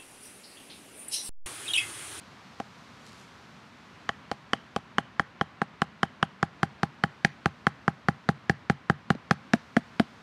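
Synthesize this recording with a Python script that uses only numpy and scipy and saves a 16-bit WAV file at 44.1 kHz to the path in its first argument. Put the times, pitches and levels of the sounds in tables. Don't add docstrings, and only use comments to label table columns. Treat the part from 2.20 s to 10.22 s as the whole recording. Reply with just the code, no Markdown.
import sys
import numpy as np
from scipy import signal
from scipy.fft import rfft, irfft
from scipy.io import wavfile
from scipy.ndimage import uniform_filter1d

SR = 44100
rng = np.random.default_rng(int(sys.argv[2]) if len(sys.argv) > 2 else 0)


def dump(signal):
    limited = np.clip(np.atleast_2d(signal).T, -1, 1)
    pcm = np.round(limited * 32767).astype(np.int16)
    wavfile.write(sys.argv[1], SR, pcm)


N = 353682
BLOW_S = .05
T = np.arange(int(2 * BLOW_S * SR)) / SR
THUD_DB, LOG_DB, CRACK_DB, PING_DB = -32, -28, -40, -49.5
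THUD_GROWTH = 1.9
GRIP_DB, GRIP_CURVE = 9.5, 1.15

# start in seconds, force in dB over a steady knock, log ring in dB, its centre in Hz,
# ping in dB, bark crack in dB. Ring, ping and crack are offsets set by the spot of the log that lands.
KNOCKS = [(0.4006, -3.5, -13, 1360, -20, -6.5), (1.891, -2.5, -0.5, 1660, 11.5, 0.5),
          (2.1143, -1.5, -11, 1590, -1.5, 1.5), (2.3328, -1.5, 0.5, 1540, 17, 4),
          (2.5622, -0.5, -6, 1110, 4.5, -1), (2.7826, -0.5, 1.5, 1500, 13, 2.5),
          (2.9957, -1.5, 3.5, 1516, 6.5, 3.5), (3.2114, -0.3, -1, 1470, 8.5, -3),
          (3.4167, -1, -2, 1484, -5, -3.5), (3.6184, -1, 1, 1450, 7, 1),
          (3.8308, -0.8, 1.8, 1494, 9.5, 1.5), (4.0275, -1.5, 3, 1497, 13.5, 4.5),
          (4.2283, -0.3, -0.3, 1467, 1.5, -1), (4.4305, -0.14, 0, 1483, 2.5, 1.7),
          (4.6316, -0.4, -2.5, 1500, -4, -0.5), (4.8372, -0.6, 1.9, 1493, 9, 0.5),
          (5.0476, -1, 4.2, 1610, 1, 12), (5.258, -0.5, 0.5, 1486, -4, 3.5),
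          (5.4678, -1.5, 5, 1462, 3.5, 1.5), (5.6791, -0.8, 1.9, 1466, -4, -3),
          (5.8849, -0.3, 1, 1470, -3, -1.5), (6.089, 0.24, -3, 1493, -6, 2.3),
          (6.296, -0.6, 1.6, 1610, -18, 5), (6.498, 0, -1.5, 1507, 0.5, 0),
          (6.6979, -0.6, 1.9, 1515, -2, -2), (6.9031, -0.5, 0.2, 1465, 1, 1),
          (7.1098, -0.9, 2.5, 1510, -2, 8), (7.3346, -0.5, 0, 1537, -4, 6.5),
          (7.5662, -0.6, -0.5, 1526, -2, 2), (7.7971, -0.35, -3.5, 1480, 3, 4)]
def knock(s, force_db, ring_db, ring_hz, ping_db, bark_db):
    depth, (thud_hz, turf_db, turf_hz, stake_db, stake_hz) = footing(s)
    crack_db = CRACK_DB + force_db + bark_db
    thud_db = THUD_DB + THUD_GROWTH * force_db + GRIP_DB * depth ** GRIP_CURVE
    out = np.zeros(len(T))
    add(out, 0, level(crack(), crack_db))
    add(out, 0, level(log_ring(ring_hz, depth), LOG_DB + force_db + ring_db))
    add(out, 0, level(ping(), PING_DB + force_db + ping_db))
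    add(out, .0004, level(stake_ring(stake_hz), stake_db + force_db))
    add(out, .00106, level(thud(thud_hz, depth), thud_db))
    add(out, 0, level(turf(turf_hz), thud_db + turf_db))
    add(out, .002, level(crumbs(), (thud_db + crack_db) / 2 - 15.5))
    return out


# thud centre in Hz, turf in dB relative to the thud,
# turf pitch in Hz, stake ring in dB at steady force, its centre in Hz.
LOOSE = (244.5, -22.5, 133, -34.5, 740)
FIRM = (162, -14, 135.5, -32, 785)
SEATED = (225, -6, 231, -27, 641)
def footing(s, drive_from_s=1.9, seated_s=7.2, topsoil_share=0.26):
    depth = np.clip((s - drive_from_s) / (seated_s - drive_from_s), 0, 1)
    if s > seated_s:
        return depth, SEATED
    loose = np.exp(-(depth / topsoil_share) ** 2)
    return depth, loose * np.array(LOOSE) + (1 - loose) * np.array(FIRM)


# mode pitch in Hz, relative level in dB, time to fall 60 dB in seconds.
LOG_MODES = [(1076, 0.3, 0.011), (1370, -4, 0.0063), (1630, -24.5, 0.018), (1805, 2.5, 0.0052)]
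def log_ring(centre_hz, depth, usual_hz=1470, narrowing=3.2):
    spot_octaves = 0.2 * (usual_hz / centre_hz) ** narrowing
    wobble_octaves = 0.23 * np.exp(-depth / 0.15)
    return ring(LOG_MODES, centre_hz, spot_octaves + wobble_octaves, contact_s=0.0017, scatter=0.033)


# mode pitch at half depth in Hz, relative level in dB,
# time to fall 60 dB at full depth in seconds.
GROUND_MODES = [(136.6, -2, .0138), (163.6, .5, .0102), (263, -11.7, .0176), (354, -20, .0176),
                (554, 1.1, .0066)]
def thud(centre_hz, depth, stiffening_octaves=0.11, loose_damping_db_per_s=1500):
    stiffer = 2 ** (stiffening_octaves * (depth - .5))
    modes = [(hz * stiffer, db, t60) for hz, db, t60 in GROUND_MODES]
    damping = undb(-loose_damping_db_per_s * (1 - depth) ** 2 * T)
    shove = ring(modes, centre_hz * stiffer, octaves=0.6645, contact_s=.00005, scatter=0.038) * damping
    return butter(shove, 1, 53, "high")


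# mode pitch in Hz, relative level in dB, time to fall 60 dB in seconds.
STAKE_MODES = [(685, 2.5, 0.035), (803, -0.5, 0.048)]
def stake_ring(centre_hz):
    return ring(STAKE_MODES, centre_hz, octaves=0.15, contact_s=0.00054, scatter=.007)


# frequency in Hz, gain in dB.
CRACK_EQ = [(300, 10), (1000, -3), (1800, 3.5), (2500, 5), (3600, 0.5), (4500, 2.5), (6000, -4),
            (8000, -13.5), (11000, -19.5), (14000, -40)]
def crack(tick_t60=0.0007, crush_t60=0.015, crush_db=-7, rise_s=0.00004):
    decay = fade(T, tick_t60) + undb(crush_db) * fade(T, crush_t60)
    attack = 1 - np.exp(-T / rise_s)
    return colour(rng.standard_normal(len(T)) * decay * attack, CRACK_EQ)


# mode pitch in Hz, relative level in dB, time to fall 60 dB in seconds.
PING_MODES = [(3025, 4.3, 0.019), (3264, 2, 0.014)]
def ping():
    return ring(PING_MODES, contact_s=0.00088, scatter=.012)


def turf(hz, cycles=1.42, steepness=0.79):
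    age = T * hz / cycles
    return np.sin(2 * np.pi * hz * T) * (age * np.exp(1 - age)) ** steepness


# frequency in Hz, gain in dB.
CRUMBS_EQ = [(300, 8), (1200, 6), (3000, -2.5), (6000, -10.5), (11000, -17.5), (14000, -39)]
def crumbs(length_s=0.019, spread_db=2.0):
    grains = rng.standard_normal(len(T)) * undb(spread_db * rng.exponential(size=len(T)))
    return colour(grains * np.exp(-(T / length_s) ** 2), CRUMBS_EQ)


# start in seconds, thud level in dB, thud centre in Hz, crack level in dB.
REBOUNDS = [(6.951, -42, 204, -62)]
def rebound(s, thud_db, thud_hz, crack_db):
    depth, _ = footing(s)
    return level(thud(thud_hz, depth), thud_db) + level(crack(), crack_db)


# frequency in Hz, gain in dB.
TREES_EQ = [(60, 9), (170, 1), (400, -18.5), (800, -4.5), (1400, -2.5), (3000, 2.5), (6000, -2.5),
            (12000, -16.5)]
def forest(x, echo_s=.0232, tail_db=-30, t60=0.25, build_s=0.035):
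    t = np.arange(SR) / SR
    envelope = fade(t, t60) * (1 - np.exp(-t / build_s))
    tail = colour(rng.standard_normal(SR) * envelope, TREES_EQ)
    response = undb(tail_db) * tail / np.sqrt(np.sum(tail ** 2))
    bassy_echo = colour(signal.unit_impulse(len(T)), [(150, 17.0), (300, 5), (1400, -4.5), (4000, 1)])
    add(response, echo_s, undb(-31) * bassy_echo)
    return signal.fftconvolve(x, response)[:N]


# frequency in Hz, gain in dB.
CLOTH_EQ = [(1000, -16), (4000, 4), (7000, -1), (11000, -10), (14000, -22)]
def rustle(peak_s=0.95, length_s=0.31, db=-61, grain_db=3.5):
    grains = colour(rng.standard_normal(N) * undb(grain_db * rng.exponential(size=N)), CLOTH_EQ)
    swell = np.exp(-(2 * (np.arange(N) / SR - peak_s) / length_s) ** 2)
    flutter_db = 2.2 * walk(40)
    return grains / np.std(grains) * swell * undb(db + flutter_db)


# frequency in Hz, gain in dB.
AIR_EQ = [(15, -75), (25, -56), (58, -6), (168, -0.5), (202, -0.5), (231, 0), (317, -8.5), (511, -11),
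          (891, -9), (1020, -6.5), (3010, -14), (4250, -15), (6150, -21), (11600, -38), (14000, -39)]
# time in seconds, body level in dB, hiss level in dB, both before trim.
HUSH_LEVELS = [(0, -55, -61.5), (1.0, -55.5, -61.5), (2.0, -55, -66), (3.2, -56, -70.5), (5.1, -56, -68),
               (6.9, -56.5, -70.5), (7.4, -55, -66), (8.02, -56.5, -64.5)]
def air(split_hz=2500, body_trim_db=3.5, hiss_trim_db=1):
    times, body_db, hiss_db = np.transpose(HUSH_LEVELS)
    out = 0
    for side, curve_db in (("low", body_db + body_trim_db), ("high", hiss_db + hiss_trim_db)):
        band = butter(colour(rng.standard_normal(N), AIR_EQ), 2, split_hz, side)
        ride_db = np.interp(np.arange(N) / SR, times, curve_db)
        waver_db = .5 * walk(9)
        out = out + band / np.std(band) * undb(ride_db + waver_db)
    return out


def ring(modes, centre_hz=None, octaves=1, *, contact_s, scatter):
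    out = 0
    grip = 1 + scatter * rng.standard_normal()
    for k, (hz, db, t60) in enumerate(modes):
        weight = np.exp(-.5 * (np.log2(hz / centre_hz) / octaves) ** 2) if centre_hz else 1
        mode = np.sin(2 * np.pi * hz * grip * T) * fade(T, t60)
        out = out + (-1) ** k * weight * undb(db) * mode
    return out * (1 - np.exp(-(T / contact_s) ** 2))


def undb(db):
    return 10 ** (np.asarray(db) / 20)


def level(x, db):
    return x * undb(db) * np.sqrt(BLOW_S * SR / np.sum(x ** 2))


def fade(t, t60):
    return np.exp(-np.log(1000) * t / t60)


def add(out, s, x):
    i = max(int(round(s * SR)), 0)
    out[i:i + len(x)] += x[:max(len(out) - i, 0)]


def butter(x, order, hz, side):
    return signal.sosfilt(signal.butter(order, hz, side, fs=SR, output="sos"), x)


def colour(x, points, size=4096):
    hz, db = np.transpose(points)
    bins = np.maximum(np.arange(size // 2 + 1) * SR / size, 1)
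    gain = undb(np.interp(np.log(bins), np.log(hz), db))
    cepstrum = irfft(np.log(gain))
    cepstrum[1:size // 2] *= 2
    cepstrum[size // 2 + 1:] = 0
    return signal.fftconvolve(x, irfft(np.exp(rfft(cepstrum))))[:len(x)]


def walk(rate_hz):
    step = int(SR / rate_hz)
    return uniform_filter1d(np.repeat(rng.standard_normal(N // step + 1), step), step)[:N]


def scene():
    blows = np.zeros(N)
    for s, *blow in KNOCKS:
        add(blows, s, knock(s, *blow))
    for s, *bump in REBOUNDS:
        add(blows, s, rebound(s, *bump))
    return (blows + forest(blows) + air() + rustle())[None]


def record(dry):
    top_cut = signal.ellip(8, .2, 70, 13800, fs=SR, output="sos")
    return signal.sosfilt(top_cut, butter(dry, 3, 64, "high"))


dry = scene()
out = record(dry)
dump(out)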